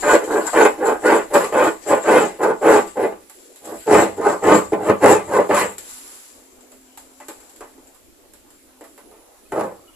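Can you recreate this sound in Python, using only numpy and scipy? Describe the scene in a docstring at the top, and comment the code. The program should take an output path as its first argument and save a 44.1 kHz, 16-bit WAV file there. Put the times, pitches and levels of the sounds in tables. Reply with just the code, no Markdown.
"""A blade saws the wall of an empty plastic jerrycan in a sheltered yard: two bursts and one last stroke.
Uneven tooth clicks drive the can's decaying modes and dense wall noise; filtered grit adds a steely rasp.
Rubbing is shaped grit; knocks are ticks and blows into the same modes; thin chirps are wavering sines.
Behind lie sparse-tap echoes, a drifting noise wash and a faint hum.
Two microphone ports, each with its own treble resonance, hear it with hiss and clip peaks."""
import sys
import numpy as np
from scipy import signal
from scipy.fft import rfft, irfft, next_fast_len
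from scipy.io import wavfile
from scipy.ndimage import uniform_filter1d

SR = 44100
rng = np.random.default_rng(int(sys.argv[2]) if len(sys.argv) > 2 else 0)


def store_wav(level_fs):
    """Save 16-bit WAV to argv[1]."""
    pcm = np.round(np.clip(np.atleast_2d(level_fs), -1, 1) * 32767)
    wavfile.write(sys.argv[1], SR, pcm.T.astype(np.int16))


N = 438794

# All pans: left minus right/dB.
# Saw strokes: [start/s, rise/s, hold/s, push/dB, swell over hold/dB, fade/(dB/s), bite brightness re push/dB,
# sharp edge re push/dB, initial tooth rate/(1/s), rasp hold start after stroke start/s, rasp hold/s,
# rasp at mid-hold/dB, rasp pan/dB]
STROKES = [ (0.018, 0.038, 0.077, -14, 0.5, 219, -4.5, -12, 637, 0.069, 0.051, -38.5, 5),
           (0.262, 0.11, 0.023, -14.5, -5.5, 182, -4.5, -29.5, 490, 0.062, 0.14, -49, 2.5),
           (0.523, 0.047, 0.055, -11.5, 2.5, 237.5, -3.5, -10.5, 527, 0.062, 0.056, -40, 4.5),
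           (0.778, .05, .07, -19, 5.5, 270.5, -4, -21.5, 533, 0.09, 0.016, -46.5, -1.5),
           (1.019, 0.032, .11, -10.5, -5, 253.5, -3.5, -12.5, 548, 0.047, 0.086, -43.5, 6.5),
           (1.302, 0.045, 0.096, -14.5, -11, 231.5, -6, -15, 620, 0.065, 0.0077, -45, -5.5),
           (1.518, 0.025, .12, -13.5, 0, 305.5, -4, -13.5, 612, 0.074, 0.064, -46, 3),
           (1.85, 0.041, 0.066, -16, -3.5, 295, -6.5, -15.5, 630, 0.05, 0.0078, -46.5, 10.5),
           (2.034, 0.061, 0.088, -11, 0.5, 193.5, -5, -13.5, 605, 0.075, 0.12, -44.5, 7),
           (2.386, 0.018, 0.091, -17.5, -2, 296, -4, -26, 558, 0.033, 0.036, -57.5, -5.5),
           (2.607, 0.031, 0.11, -12, 0.5, 238.5, -4, -15.5, 562, 0.11, 0.037, -40.5, 8),
           (2.953, 0.018, 0.06, -19.5, 2, 210, -7, -18.5, 545, 0.073, 0.0092, -50.5, -6.5),
           (3.61, 0.06, 0.06, -32, 3, 387, -5.5, -40.5, 284, 0.026, 0.17, -57.5, -6),
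           (3.858, 0.046, 0.12, -11, -1.5, 241.5, -5.5, -16, 472, 0.082, 0.071, -36.5, 6),
           (4.164, 0.011, 0.11, -26, 10.5, 232, -1, -26, 500, 0.12, 0.038, -46, 6.5),
           (4.413, 0.029, 0.099, -14.5, 7, 264, -3.5, -16, 424, 0.052, 0.11, -43.5, 6),
           (4.718, 0.0043, .012, -12, -6, 252.5, -10.5, -37, 442, 0.01, 0.023, -68.5, -6),
           (4.781, 0.072, 0.041, -20.5, 7, 299.5, -6.5, -19, 690, 0.087, .01, -47, -2.5),
           (5.0, 0.028, .095, -9.5, -1, 259, -3.5, -14, 556, 0.1, 0.016, -35, 3.5),
           (5.262, .032, 0.099, -24.5, 8, 301, -1.5, -25, 597, .096, 0.026, -49.5, 3),
           (5.488, 0.024, .1, -14, -4.5, 233, -2, -7.5, 637, 0.085, 0.043, -36.5, 0.5),
           (9.516, 0.017, 0.11, -23.5, -0.5, 205, -6, -34, 660, 0.0084, 0.12, -60.5, -7), ]
# Brief skids of the blade along the edge: [t/s, rasp/dB, pan/dB, fade/(dB/s)]
SKIDS = [(0.002, -46, 7.5, 100), (0.244, -46.5, 5, 202), (0.318, -50, 1, 110), (0.47, -43, 9, 153),
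         (0.862, -50.5, 3.5, 200), (1.342, -37.5, 2.5, 101), (1.45, -75, -1, 210), (1.822, -60, 16.5, 46),
         (1.885, -49, -1, 81), (1.64, -43, 1, 157), (2.03, -54, 10, 51), (2.42, -55.5, 9, 67),
         (2.624, -52.5, -1.5, 46), (2.876, -52.5, 6.5, 249.5), (3.652, -49.5, -1, 105),
         (4.172, -56, -1, 500), (4.445, -47.5, 2.5, 102.5), (4.545, -45, 9.5, 244), (5.24, -63, 0.5, 30),
         (5.699, -58, -2, 63)]
# Snags, the push changing for a moment: [t/s, boom change/dB, bite change/dB, 1/e half length/s]
SNAGS = [(0.027, -0.5, 13, .015), (.1, -1, 6, 0.02), (.137, 11.5, -2, 0.0057), (0.235, 10, 6, 0.019),
         (0.339, 3, -2, 0.012), (.48, -3, 16.5, .025), (0.563, 1.5, 5, .01), (0.631, 1.5, -6.5, 0.008),
         (0.791, 7, -3, 0.014), (0.838, -0.5, -3, 0.02), (0.876, 0.5, 1.5, .015), (1.067, -4, 4, 0.0061),
         (1.129, 6.5, 1, 0.015), (1.359, 4, 7, 0.02), (1.415, 3, 7, .01), (1.66, -2.5, -2.5, 0.012),
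         (1.925, 9, 7.5, 0.015), (2.037, -3, 6.5, 0.026), (2.101, 2.5, 0, 0.0077), (2.439, 5, 8.5, 0.012),
         (2.501, 8, 7, .008), (2.693, 4.5, 0.5, 0.018), (2.752, 4, -4, 0.0054), (3.044, 3.5, 0.5, 0.013),
         (3.956, 2.5, 5.5, 0.037), (4.191, 5.5, -9, .012), (4.266, 3, 0.5, .012), (4.556, -0.5, -5, 0.013),
         (4.745, 0.5, 4, 0.013), (4.9, 3.5, 5, 0.0083), (5.039, 2, 0, 0.0096), (5.111, 2, -1, 0.014),
         (5.359, 4.5, 3, .01), (5.391, 9.5, 0, 0.01), (5.497, 9, 0, 0.013), (5.582, -5, 2, 0.039),
         (9.526, 7.5, 4, 0.0082), (9.583, 6.5, 3, 0.01), (9.598, -7, 3, .012)]
# Modes of the can: [f/Hz, width/Hz, relative level/dB]
CAN_MODES = [(96.5, 30, -17.5), (158, 30, -24), (181.6, 15.1, -13.5), (200.3, 9.6, -11.5),
             (244.7, 18, -9.5), (317.6, 37.2, -2), (356, 22.2, -8), (424.2, 25.8, 0), (434.2, 24.6, -3),
             (467.8, 26.5, -4.5), (512.6, 52.4, -3), (578.6, 32.9, -3.5), (661, 14.7, -5),
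             (784.3, 48.6, -15.5), (807.7, 25.6, -6.5), (956.7, 44, -6.5), (1042.7, 51, -7),
             (1125, 27, -8.5), (1172, 7.1, -6.5), (1246.5, 76, -13), (1456, 32, -19.5), (1596.6, 40, -20.5),
             (1648, 15, -28.5)]
# Weak bass radiation of a small can: [f/Hz, gain/dB]
CAN_TILT = [(30, -49), (65, -28.5), (95, 1), (1700, 6.5)]
# Crowded small modes of the wall: [f/Hz, relative level/dB]
WALL_SPECTRUM = [(300, -35.5), (700, 4), (1200, -6.5), (2000, -8), (2800, -14.5), (3500, -22), (5000, -37),
                 (7000, -42)]
# Steel teeth on the cut edge: [f/Hz, relative level/dB]
RASP_SPECTRUM = [(300, -62), (1500, 9), (3000, 3), (4500, 1), (6000, -5.5), (8000, 4), (10000, -11),
                 (12000, 1.5), (14000, -4)]
# Hands and sleeve sliding on the can, one list per passage: [t/s, level/dB, pan/dB]
RUBS = [
    [(3.2, -67, -7), (3.392, -56.5, 1), (3.65, -61.5, 3.5)],
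    [(5.78, -60, 0), (5.84, -51, 0), (5.9, -43.5, 2), (6.0, -47.5, -1), (6.13, -48.5, -1), (6.3, -53.5, 2),
     (6.4, -60, 3), (6.64, -72, 7), (7.02, -66, 10), (7.47, -61, 6.5), (7.88, -73, 6), (8.77, -87, 1),
     (8.9, -68.5, -10), (9.5, -85.5, -11)],
]
# Skin and cloth on plastic: [f/Hz, relative level/dB]
SKIN_SPECTRUM = [(300, -14), (1000, 6), (2500, 0), (5000, -2), (7500, -4.5), (10000, -6.5), (14000, -1)]
# Knocks, ticks, and the blade catching as a stroke starts:
# [t/s, tick/dB, blow re tick/dB, boom re blow/dB, tick pan/dB, scrape decay time/s]
KNOCKS = [(0.531, -41.5, 13.5, 5.5, 9, 0.035), (1.341, -31.5, -11, 12, 0, .015),
          (1.4426, -40, 15, -8, 8, 0.016), (1.524, -52, 21, 4.5, -8, 0.013),
          (2.9574, -64, 11, 12, -1, 0.012), (3.297, -48, -5, -11, -7, 0.016),
          (3.5595, -49, -18, -4, -5, .021), (3.8689, -45, 5, 2, 5, .013), (4.7316, -52, 23, 5, 0, 0.014),
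          (5.782, -37.5, -21, 10, 1, .013), (6.607, -56, -31, 2, 1, 0.011), (6.718, -53, -1.5, 1, -4, .01),
          (6.974, -44, -6.5, -1, -2, 0.012), (7.201, -53.5, 8, -7, 2, 0.035),
          (7.2833, -40, 0, 1, -4, 0.017), (7.403, -55, -3, -1, 3, 0.019), (7.436, -59, -6, -5, -2, .011),
          (7.495, -52, -36, 0, -3, .015), (7.561, -52.5, -24, 0, -5, .015), (7.607, -52, 11, -3, -2, 0.031),
          (7.779, -66, 4, 12, 1, .011), (7.871, -57, -26, -3, 0, .017), (7.947, -57.5, -4, -8, -7, 0.012),
          (8.336, -53, -5, -9.5, -6, .015), (8.504, -57, -11, 0, -6, .013),
          (8.809, -54.5, 4.5, 4, -5, 0.024), (8.841, -55, 2, 1, -10, .029),
          (8.978, -55.5, 4.5, -6, -12, 0.025), (9.112, -63, 5.5, 4, -10, 0.072),
          (9.521, -50, 17, -3, -5, .01)]
# Faint thin far chirps: [t/s, level/dB, f/Hz, length/s]
CHIRPS = [(9.443, -60, 2515, .04), (9.44, -61, 1288, 0.042), (9.784, -62, 1302, 0.18),
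          (9.872, -52, 2950, 0.026), (9.88, -52.5, 1360, 0.024), (9.925, -55, 2880, 0.039)]
# Echo colour of walls and ground: [f/Hz, gain/dB]
ECHO_SPECTRUM = [(100, -10), (400, -11.5), (800, -5), (1500, -3), (5000, 1.5), (14000, -20.5)]
# Echo decay: [f/Hz, T60/s]
ECHO_T60 = [(200, 0.29), (1000, 0.2), (5000, 0.043), (14000, 0.037)]
# Yard wash: [f/Hz, relative level/(dB per Hz)]
YARD_SPECTRUM = [(15, -31.5), (25, -4.5), (48, -2.5), (91, -16), (151, -31), (237, -6), (301, 1.5),
                 (511, -4), (1470, -18), (2440, -21.5), (4600, -31), (10700, -34.5), (14000, -25.5)]
# Left-right likeness of the wash: [f/Hz, correlation]
YARD_LIKENESS = [(60, 0.074), (240, 0.6), (950, 0.22), (3760, 0.03), (15000, 0.01)]
# Wash level: [t/s, level/dB]
YARD_LEVEL = [(0, -42.5), (3.4, -54.5), (6, -52), (7.7, -52), (8.1, -54.5), (8.8, -52.5), (9.95, -51.5)]
# Far wavering hum: [t/s, level/dB]
HUM_LEVEL = [(5.9, -60), (6.09, -55), (6.24, -74), (6.36, -61), (6.62, -52.5), (7.11, -56.5), (7.3, -51.5),
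             (7.51, -68), (7.81, -54), (7.92, -69.5), (8.01, -80), (8.77, -54), (9.0, -69)]
# Port cavities, left then right: [f/Hz, width/Hz, gain well below resonance/dB]
PORTS = [(7456, 527, -0.5), (10650, 770, 0.0)]

CATCH_DB = -15.5  # stroke onset re push
# The bite starts dull, brightens, then dulls again; the sharp edge comes in later still.
DULL_START_DB, BRIGHTEN_S, DULLING_DB_PER_S = -10.5, .03, -17
SHARP_START_DB, SHARPEN_S = -12.5, 0.044
SHARP_LINGERS = 0.14  # share of the fade the sharp edge is spared
SLOWING_PER_S2, SLOWEST_PER_S = 900, 250  # tooth rate falls through a stroke
JUDDER_DB = .5  # uneven hand pressure
RASP_RISE_DB_PER_S, RASP_FADE_DB_PER_S = 221, 196
RASP_SWELL_DB_PER_S = 43.5  # growth while held
SKID_RISE_S = .012
# With time the wall flaps more on its lowest modes and the highest modes ring less.
LOOSEN_DB_PER_S, LOOSE_START_DB, LOOSEST_DB = 3, -30, -15
TOP_START_DB, TOP_SINKS_DB_PER_S, TOP_LEAST_DB = -4.5, 1.9, -18
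HUM_HZ = 260
HISS_DB = -56
BAND_LIMIT_HZ = 14300


def saw(rings):
    """Teeth pass at the blade's speed, catching unevenly; loose slips and a steely rasp fill in."""
    push, bright, sharp, teeth_per_s, rasp = strokes()
    t = np.arange(N) / SR
    loose_db = np.minimum(LOOSE_START_DB + LOOSEN_DB_PER_S * t, LOOSEST_DB)
    top_db = np.maximum(TOP_START_DB - TOP_SINKS_DB_PER_S * t, TOP_LEAST_DB)

    wobble = evened(uniform_filter1d(rng.standard_normal(N), 100))
    teeth_count = np.cumsum(teeth_per_s * (1 + .1 * wobble)) / SR
    passed = np.diff(np.floor(teeth_count), prepend=0) > 0
    bites = passed * gain_of(5.85 * rng.standard_normal(N))
    bites = evened(bites - uniform_filter1d(bites, 300))  # steady push is silent
    teeth = 0.64 * bites + 0.72 * slips(900, spread_db=4.0)
    teeth *= gain_of(JUDDER_DB * evened(uniform_filter1d(rng.standard_normal(N), 700)))

    bright_force = teeth * bright
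    can = struck(
        rings,
        flap=teeth * push * gain_of(loose_db),
        boom=teeth * push,
        ring=bright_force * gain_of(-3.0),
        top=bright_force * gain_of(top_db),
        wall=bright_force * gain_of(-5.0),
        edge=teeth * sharp * gain_of(-4.0))

    grit = np.array([slips(5000, spread_db=3.0), slips(3600, spread_db=-2.5)])
    grit = evened(patchy(coloured(grit, RASP_SPECTRUM), patchy_db=3.0))
    grit *= 1 + 0.13 * evened(uniform_filter1d(passed * 1., 30))  # throbs tooth by tooth
    return can + rasp * grit


def strokes():
    """Blade controls in time: push, bright and sharp push, tooth rate, rasp at each port."""
    clock = np.arange(N) / SR
    push, bright, sharp = np.zeros((3, N))
    teeth_per_s = np.full(N, float(SLOWEST_PER_S))
    rasp = np.zeros((2, N))
    for (start, rise, hold, push_db, swell_db, fade, bright_db, sharp_db,
         teeth, delay, held, rasp_db, pan_db) in STROKES:
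        at = slice(max(round((start - .2) * SR), 0), round((start + .6) * SR))
        t = clock[at] - start
        faded_db = fade * np.maximum(t - rise - hold, 0)
        shape_db = np.interp(t, [0, rise, rise + hold], [CATCH_DB, 0, swell_db])
        level = gain_of(push_db + shape_db - faded_db) * np.clip(t / 0.0027, 0, 1)
        brighten_db = DULL_START_DB * np.exp(-abs(t) / BRIGHTEN_S) + DULLING_DB_PER_S * t
        sharpen_db = SHARP_START_DB * np.exp(-abs(t) / SHARPEN_S) + SHARP_LINGERS * faded_db
        push[at] += level
        bright[at] += level * gain_of(bright_db + brighten_db)
        sharp[at] += level * gain_of(sharp_db + sharpen_db)
        slowing = np.maximum(teeth - SLOWING_PER_S2 * t, SLOWEST_PER_S)
        teeth_per_s[at] = np.where(t > 0, slowing, teeth_per_s[at])

        short_db = RASP_RISE_DB_PER_S * np.maximum(delay - t, 0)
        short_db += RASP_FADE_DB_PER_S * np.maximum(t - delay - held, 0)
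        short_db += RASP_SWELL_DB_PER_S * np.clip(delay + held / 2 - t, -held / 2, held / 2)
        rasp[:, at] += gain_of(rasp_db - short_db + np.outer([.5, -.5], [pan_db]))

    for s, rasp_db, pan_db, fade in SKIDS:
        at = slice(max(round((s - SKID_RISE_S) * SR), 0), round((s + 0.3) * SR))
        t = clock[at] - s
        skid_db = rasp_db - fade * np.maximum(t, 0) + np.outer([.5, -.5], [pan_db])
        rasp[:, at] += np.clip(1 + t / SKID_RISE_S, 0, 1) * gain_of(skid_db)

    snag_db = np.zeros((2, N))
    for s, boom_db, bite_db, half in SNAGS:
        at = slice(max(round((s - .1) * SR), 0), round((s + .1) * SR))
        snag_db[:, at] += np.outer([boom_db, bite_db], np.exp(-((clock[at] - s) / half) ** 2))
    boom, bite = gain_of(snag_db)
    return push * boom, bright * bite, sharp * bite, teeth_per_s, rasp


def slips(per_s, spread_db):
    """Stick-slip clicks at random times, of uneven size and random sign."""
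    size = gain_of(spread_db * np.minimum(rng.exponential(1, N), 4))
    return evened(size * (rng.random(N) < per_s / SR) * rng.choice([-1, 1], N))


def can_rings(flap_hz=230, ring_hz=870, top_hz=1350, edge_hz=1750, wall_t60=0.075):
    """Click responses: four bands of decaying modes, then six wall patches, dull and sharp parts."""
    t = np.arange(8192) / SR
    rings = np.zeros((4, len(t)))  # flap, boom, ring, top
    for k, (hz, width, db) in enumerate(CAN_MODES):
        band = (hz > flap_hz) + (hz > ring_hz) + (hz > top_hz)
        decay = np.exp(-np.pi * width * t)
        rings[band] += gain_of(db) * width * decay * np.sin(2 * np.pi * (hz * t + k / 4))
    rings = coloured(rings, CAN_TILT)
    rings /= np.linalg.norm(rings, axis=1, keepdims=True)
    # thin wall: too many modes to count, so dying noise
    wall = coloured(rng.standard_normal((6, len(t))), WALL_SPECTRUM) * gain_of(-60 * t / wall_t60)
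    sharp = signal.sosfilt(signal.butter(4, edge_hz, "high", fs=SR, output="sos"), wall)
    dull = signal.sosfilt(signal.butter(4, edge_hz, "low", fs=SR, output="sos"), wall)
    return np.vstack([rings, dull / np.linalg.norm(dull[0]), sharp / np.linalg.norm(sharp[0])])


def struck(rings, flap, boom, ring, top, wall, edge):
    """Convolves forces with the can's responses; the wall patch that answers keeps changing."""
    choice = np.repeat(rng.integers(0, 6, N // 1500 + 1), 1500)[:N]
    patch = choice == np.arange(6)[:, None]
    forces = np.vstack([flap, boom, ring, top, wall * patch, edge * patch])
    return signal.oaconvolve(forces, rings, axes=1).sum(0)[:N]


def patchy(x, patchy_db):
    """Colour drifting in patches of pitch and time."""
    z = signal.stft(x, nperseg=512)[2]
    patches = uniform_filter1d(rng.standard_normal(z.shape), 9, 1)
    patches = evened(uniform_filter1d(patches, 9, 2))
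    return signal.istft(z * gain_of(patchy_db * patches), nperseg=512)[1][:, :N]


def rub():
    """Fine grit of skin and cloth sliding over plastic."""
    (level_db, pan_db), on = curves(RUBS)
    grit = np.array([slips(8000, spread_db=3.5), slips(8700, spread_db=3.0)])
    level = gain_of(level_db + np.outer([.5, -.5], pan_db)) * on
    return level * evened(coloured(grit, SKIN_SPECTRUM))


def knocks(rings):
    """Sharp ticks, with a blow and a short dying scrape driving the can."""
    ticks, blows = np.zeros((2, 2, N + SR))
    t = np.arange(6000) / SR
    noise = rng.standard_normal((len(KNOCKS), 3, len(t)))
    tick_shape = np.exp(-t / 0.0025) + 0.56 * np.exp(-t / 0.045)
    for (s, db, blow_db, boom_db, pan_db, length), (left, right, rough) in zip(KNOCKS, noise):
        at = slice(round(s * SR), round(s * SR) + len(t))
        tick_gain = gain_of([[db + pan_db / 2], [db - pan_db / 2]])
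        ticks[:, at] += tick_gain * [left, right] * tick_shape
        scrape_shape = 1.5 * np.exp(-t / 0.0014) + np.exp(-t / max(length, .002))
        force = 9.3 * (t == 0) + rough * scrape_shape
        blows[:, at] += gain_of([[db + blow_db], [db + blow_db + boom_db]]) * force
    blow, boom = blows[:, :N]
    can = struck(rings, flap=.1 * boom, boom=2.0 * boom, ring=0.93 * blow,
                 top=0.12 * blow, wall=1.0 * blow, edge=0.25 * blow)
    return coloured(ticks, RASP_SPECTRUM)[:, :N] + can


def chirps():
    """Short sine tones, phase-wavered at 40 Hz."""
    out = np.zeros(N + SR)
    for s, db, hz, length in CHIRPS:
        t = np.arange(round(length * SR)) / SR
        tone = np.sin(2 * np.pi * hz * t + 1.19 * np.sin(2 * np.pi * 40 * t))
        out[round(s * SR):][:len(t)] += gain_of(db) * np.hanning(len(t)) * tone
    return out[:N]


def echoes(x):
    """Sparse random-sign taps, separate for each port, each band dying at its own speed."""
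    taps = np.zeros((2, SR // 2))
    at = np.arange(150, SR // 2 - 20, 20)
    at = at + rng.integers(0, 20, (2, len(at)))
    np.put_along_axis(taps, at, rng.choice([-1., 1.], at.shape), 1)
    hz, t, z = signal.stft(taps, SR, nperseg=256)
    z = z * gain_of(-60 * t / read(ECHO_T60, hz)[:, None])
    z = z / np.linalg.norm(z, axis=2).mean(0)[:, None]  # equal band energy
    tail = signal.istft(z, SR, nperseg=256)[1]
    tail /= np.linalg.norm(tail[0])
    return signal.oaconvolve(coloured(x, ECHO_SPECTRUM), tail, axes=1)[:, :N]


def yard():
    """Distant outdoor wash: partly correlated noise in drifting patches, plus a faint wavering hum."""
    frames, hz = N // 256 + 5, np.fft.rfftfreq(1024, 1 / SR)
    a, b, c, d, patches = rng.standard_normal((frames, 513, 5)).T
    patches = evened(uniform_filter1d(uniform_filter1d(patches, 10, 0), 14, 1))
    same = np.clip(read(YARD_LIKENESS, hz), -1, 1)[:, None]
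    left, other = a + 1j * b, c + 1j * d
    z = np.array([left, same * left + np.sqrt(1 - same ** 2) * other])
    z *= gain_of(read(YARD_SPECTRUM, hz)[:, None] + 3.5 * patches)
    wash = evened(signal.istft(z, nperseg=1024, noverlap=768)[1][:, :N])
    (wash_db,), _ = curves([YARD_LEVEL])

    (hum_db,), on = curves([HUM_LEVEL])
    waver = uniform_filter1d(rng.standard_normal((2, N)), 3000)
    pitch, loudness = evened(uniform_filter1d(waver, 3000))
    hum = np.sin(2 * np.pi * np.cumsum(HUM_HZ + 4.4 * pitch) / SR)
    hum *= gain_of(hum_db + 1.3 * loudness) * on
    return gain_of(wash_db) * wash + hum


def gain_of(db):
    """Decibels to a factor."""
    return 10 ** (np.asarray(db) / 20)


def evened(x):
    """Scales to rms 1."""
    return x / np.sqrt(np.mean(x ** 2) + 1e-20)


def read(points, hz):
    """Reads a spectrum on a log-frequency axis."""
    f, value = np.transpose(points)
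    return np.interp(np.log(hz + 1), np.log(f + 1), value)


def coloured(x, points):
    """Filters by a spectrum."""
    size = next_fast_len(x.shape[-1], True)
    gain = gain_of(read(points, np.fft.rfftfreq(size, 1 / SR)))
    return irfft(rfft(x, size) * gain, size)[..., :x.shape[-1]]


def curves(tables):
    """Joins tables in time: one array a column, and a smoothed mask, 1 while one of them runs."""
    t = np.arange(N) / SR
    s, *columns = np.concatenate(tables).T
    on = sum((t >= rows[0][0]) & (t < rows[-1][0]) for rows in tables)
    return [np.interp(t, s, c) for c in columns], uniform_filter1d(np.minimum(on, 1.), 200)


def scene():
    """The can and chirps with their echoes over the yard; the left port is a little farther."""
    rings = can_rings()
    near = saw(rings) + rub() + knocks(rings) + chirps()
    direct = np.array([np.roll(near[0], 2), near[1]])  # left 2 samples late
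    return direct + echoes(near) + yard()


def record(dry):
    """Port cavities ring at their own treble pitch; the circuit hisses, peaks clip; then the band limit."""
    size = next_fast_len(N, True)
    hz = np.fft.rfftfreq(size, 1 / SR)
    ports = [gain_of(db) * f ** 2 / (f ** 2 - hz ** 2 + 1j * hz * width) for f, width, db in PORTS]
    heard = irfft(rfft(dry, size) * ports, size)[:, :N]
    heard += gain_of(HISS_DB) * rng.standard_normal((2, N))
    lowpass = signal.firwin(511, BAND_LIMIT_HZ, window=("kaiser", 9), fs=SR)
    return signal.oaconvolve(np.clip(heard, -1.0, 1.0), lowpass[None], "same")


dry = scene()
out = record(dry)
store_wav(out)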